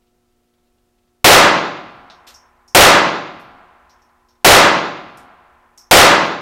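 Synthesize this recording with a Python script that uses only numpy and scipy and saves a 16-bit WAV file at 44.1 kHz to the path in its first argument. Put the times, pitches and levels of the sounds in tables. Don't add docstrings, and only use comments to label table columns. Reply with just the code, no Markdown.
import sys
import numpy as np
from scipy import signal
from scipy.fft import rfft, irfft, next_fast_len
from scipy.io import wavfile

SR = 44100
rng = np.random.default_rng(int(sys.argv[2]) if len(sys.argv) > 2 else 0)


def persist_wave(psi):
    counts = np.round(np.clip(psi, -1, 1) * 32767).astype(np.int16)
    wavfile.write(sys.argv[1], SR, np.atleast_2d(counts).T)


N = 282681

# (frequency [Hz], level [dB rms])
FAN_HUM = [(240, -70.5), (300, -85), (360, -70.5), (480, -82), (720, -77), (1320, -83)]
# (frequency [Hz], level [dB per octave])
MOVING_AIR = [(30, -73), (63, -73.5), (125, -77.5), (250, -77.5), (500, -75.5), (1000, -78), (2000, -80),
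              (4000, -79), (8000, -78), (15000, -79)]
# (time [s], low ring [dB], high ring [dB], knock [dB], knock centre [Hz])
CASE_LANDINGS = [(2.1, -55, -72, -44.5, 3880), (2.341, -45, -59, -54, 6400), (2.678, -49.5, -62, -58, 7230),
                 (3.397, -65, -60, -63, 8500), (3.895, -58, -65, -59, 4710), (4.018, -64, -70, -69, 5400),
                 (4.286, -63, -68, -63, 4800), (5.173, -60, -63, -51, 8600), (5.776, -42.5, -50, -50, 7200),
                 (6.258, -53, -56, -55, 8500)]
# (frequency [Hz], width [Hz], level over the ring level [dB], t60 [s])
BRASS_MODES = [(5135, 500, -7, .2), (5450, 320, -2.5, 0.3), (5680, 320, -3, .22), (6300, 550, -9.5, 0.34),
               (6600, 150, -17, 0.17), (8096, 150, -21, 0.14), (11000, 1500, -8.5, .16),
               (12000, 220, -5.5, .24)]
# (time [s], strength [dB]); the levels in the five tables below are before this strength
SHOTS = [(1.2443, -1.9), (2.7482, -2.5), (4.4464, -2.5), (5.9114, -2.5)]
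# (frequency [Hz], level [dB per octave], t60 [s])
BOOTH_REFLECTIONS = [(30, -22.5, 0.6), (63, -10, 0.22), (125, 1, .4), (245, 4, 0.28), (460, 15.5, .37),
                     (1000, 16, .37), (2000, 16, .36), (4000, 15, 0.38), (7640, 7, .28), (14900, 4, .23)]
# (frequency [Hz], level [dB per octave], t60 [s])
LANE_REVERB = [(30, -37, 0.54), (63, -28, 0.29), (126, -15, 1.05), (242, -9, 1.035), (490, 0.5, 0.82),
               (1070, 9, 0.78), (1930, 4.5, 0.78), (4160, 0.5, 0.74), (6500, 1.5, 0.55), (9400, -7, 0.36),
               (14000, -9.5, .28)]
# (frequency [Hz], level [dB per octave], t60 [s])
FAR_END_REVERB = [(30, -67, 9.6), (62, -54.5, 6.8), (125, -50.5, 2.2), (250, -44, 2.3), (500, -36.5, 2.4),
                  (997, -31, 3), (1990, -31, 2.4), (4000, -33, 1.6), (6700, -43, 1.25), (9500, -57, 1.1),
                  (14000, -73, 1.0)]
# (frequency [Hz], level [dB], t60 [s])
WALL_MODES = [(172, -15, 1.05), (306, -7, .85), (348, -6, .8), (566, 3, .68), (592, -6, .85),
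              (766, -2, .68), (812, -3, .68), (1056, -3, .68), (1256, -2, .68), (1394, -7, .75),
              (1726, -3, .7), (2003, 0, .7), (2125, -6, .7), (2620, -5, .7), (2805, -6, .7)]
# (frequency [Hz], level [dB], t60 [s])
STEEL_MODES = [(662, -28, 1.8), (729, -25, 1.9), (815, -29, 2.0), (832, -37, 2.9), (1001, -42, 3.8),
               (1035, -44, 4.2), (1084, -37, 2.6), (1188, -23, 1.75), (1340, -25, 1.8), (1427, -31, 1.8),
               (1507, -48, 3.4), (1609, -30, 1.8), (1797, -50, 3.2)]

KNOCK_HZ, KNOCK_WIDTH_HZ, KNOCK_BROADENING = 4000, 1900, 2.1
KNOCK_T60_S, KNOCK_TOP_HZ = 0.23, 14000
CLICK_DB, CLICK_T60_S = 4, 0.017
BUILD_S = 0.0027
SKID_AT_S, SKID_SWELL_S, SKID_DB, SKID_HZ, SKID_WIDTH_HZ = 2.267, 0.01, -36.5, 4240, 5900
SKID_LOW_RING_DB, SKID_HIGH_RING_DB = -62, -45
LULL_AT_S, LULL_WIDTH_S, LULL_DB = 0.036, 0.015, -7.5
ROUND_TRIP_S, SLOSH_DB = 0.108, 0.5
CLIP_LEVEL = 0.63
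CUTOFF_HZ = 15900


def from_db(db):
    return 10 ** (np.asarray(db) / 20)


def at_hz(rows, hz, axis=1):
    rows = np.array(rows)
    return np.interp(np.log(np.maximum(hz, 1)), np.log(rows[:, 0]), rows[:, axis])


def fade(t, t60):
    return np.exp(-np.log(1000) * t / t60)


def rise(t, rise_s):
    return 1 - np.exp(-t / rise_s)


def add(out, s, sound):
    start = int(round(s * SR))
    out[start:start + len(sound)] += sound[:max(len(out) - start, 0)]


def pink(size):
    hz = np.maximum(np.arange(size // 2 + 1) * SR / size, 1)
    equal_octaves = np.sqrt(SR / (2 * np.log(2) * hz))
    return hz, rfft(rng.standard_normal(size)) * equal_octaves * (hz > 16)


def coloured(rows, size):
    hz, spectrum = pink(size)
    return irfft(spectrum * from_db(at_hz(rows, hz)), size)


def narrow_noise(centre_hz, width_hz, size):
    hz = np.arange(size // 2 + 1) * SR / size
    resonance_twice = 1 / (1 + (2 * (hz - centre_hz) / width_hz) ** 2)
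    noise = irfft(rfft(rng.standard_normal(size)) * resonance_twice, size)
    return noise / noise.std()


def ventilation(tick_db=-72, tick_hz=3200, tick_width_hz=3500, tick_peak_s=0.008, tick_gap_s=0.051):
    t = np.arange(N) / SR
    hum = np.zeros(N)
    for hz, db in FAN_HUM:
        hum += np.sqrt(2) * from_db(db) * np.sin(2 * np.pi * (hz * t + rng.random()))
    age = t[:SR // 10] / tick_peak_s
    tick_shape = age * np.exp(1 - age)
    ticks = np.zeros(N)
    for k, (late, loud) in enumerate(rng.random(size=(90, 2))):
        add(ticks, (k + late / 2) * tick_gap_s, loud * tick_shape)
    size = next_fast_len(N)
    air = coloured(MOVING_AIR, size)[:N]
    tick_noise = narrow_noise(tick_hz, tick_width_hz, size)[:N]
    return hum + air + from_db(tick_db) * ticks * tick_noise


def contact_noise(centre_hz, width_hz, size):
    absorb = signal.butter(2, KNOCK_TOP_HZ, fs=SR, output="sos")
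    return signal.sosfilt(absorb, narrow_noise(centre_hz, width_hz, size))


def brass_ring(t, low_db, high_db):
    out = np.zeros(len(t))
    for hz, width_hz, db, t60 in BRASS_MODES:
        strength_db = high_db if hz > 10000 else low_db
        out += from_db(strength_db + db) * narrow_noise(hz, width_hz, len(t)) * fade(t, t60)
    return out


def cases():
    t = np.arange(SR // 2) / SR
    build = rise(t, BUILD_S)
    click_and_knock = from_db(CLICK_DB) * fade(t, CLICK_T60_S) + build * fade(t, KNOCK_T60_S)
    out = np.zeros(N)
    for s, low_db, high_db, knock_db, knock_hz in CASE_LANDINGS:
        width_hz = KNOCK_WIDTH_HZ * (knock_hz / KNOCK_HZ) ** KNOCK_BROADENING
        knock = from_db(knock_db) * contact_noise(knock_hz, width_hz, len(t)) * click_and_knock
        add(out, s, knock + build * brass_ring(t, low_db, high_db))
    return out


def skid():
    t = np.arange(SR // 2) / SR
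    scrape = from_db(SKID_DB) * contact_noise(SKID_HZ, SKID_WIDTH_HZ, len(t)) * fade(t, KNOCK_T60_S)
    ring = brass_ring(t, SKID_LOW_RING_DB, SKID_HIGH_RING_DB)
    out = np.zeros(N)
    add(out, SKID_AT_S, rise(t, SKID_SWELL_S) * (scrape + ring))
    return out


def ringing(t, modes):
    out = np.zeros(len(t))
    for hz, db, t60 in modes:
        out += from_db(db) * fade(t, t60) * np.sin(2 * np.pi * (hz * t + rng.random()))
    return out


def diffuse(t, rows):
    hz, spectrum = pink(len(t))
    out = np.zeros(len(t))
    for centre in 22 * 2 ** np.arange(0, 10, 0.5):
        band_gain = np.maximum(1 - 2 * np.abs(np.log2(hz / centre)), 0)
        band = irfft(spectrum * band_gain, len(t))
        out += band * from_db(at_hz(rows, centre)) * fade(t, at_hz(rows, centre, axis=2))
    return out


def pistol(moved_db=-7.0, moved_t60=0.27, fill_s=0.018):
    t = np.arange(2 * SR) / SR
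    lull_db = LULL_DB * np.exp(-0.5 * ((t - LULL_AT_S) / LULL_WIDTH_S) ** 2)
    slosh_db = SLOSH_DB * np.cos(2 * np.pi * t / ROUND_TRIP_S)
    fill = rise(t, fill_s)
    roar = diffuse(t, BOOTH_REFLECTIONS) + fill * (diffuse(t, LANE_REVERB) + ringing(t, WALL_MODES))
    lingering = diffuse(t, FAR_END_REVERB) + ringing(t, STEEL_MODES)
    response = roar * from_db(lull_db + slosh_db) + lingering
    out = np.zeros(N)
    for s, db in SHOTS:
        shifted = from_db(moved_db) * coloured(BOOTH_REFLECTIONS, len(t)) * fade(t, moved_t60)
        add(out, s, from_db(db) * (response + shifted))
    return out


def scene():
    mono = ventilation() + cases() + skid() + pistol()
    return np.tile(mono, (2, 1))


def record(dry, knee=13.0):
    drive = signal.resample_poly(dry[0], 2, 1) / CLIP_LEVEL
    squared_off = CLIP_LEVEL * drive / (1 + np.abs(drive) ** knee) ** (1 / knee)
    clipped = signal.resample_poly(squared_off, 1, 2)
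    lowpass = signal.firwin(255, CUTOFF_HZ, fs=SR, window="blackman")
    return np.tile(signal.fftconvolve(clipped, lowpass, "same"), (2, 1))


dry = scene()
out = record(dry)
persist_wave(out)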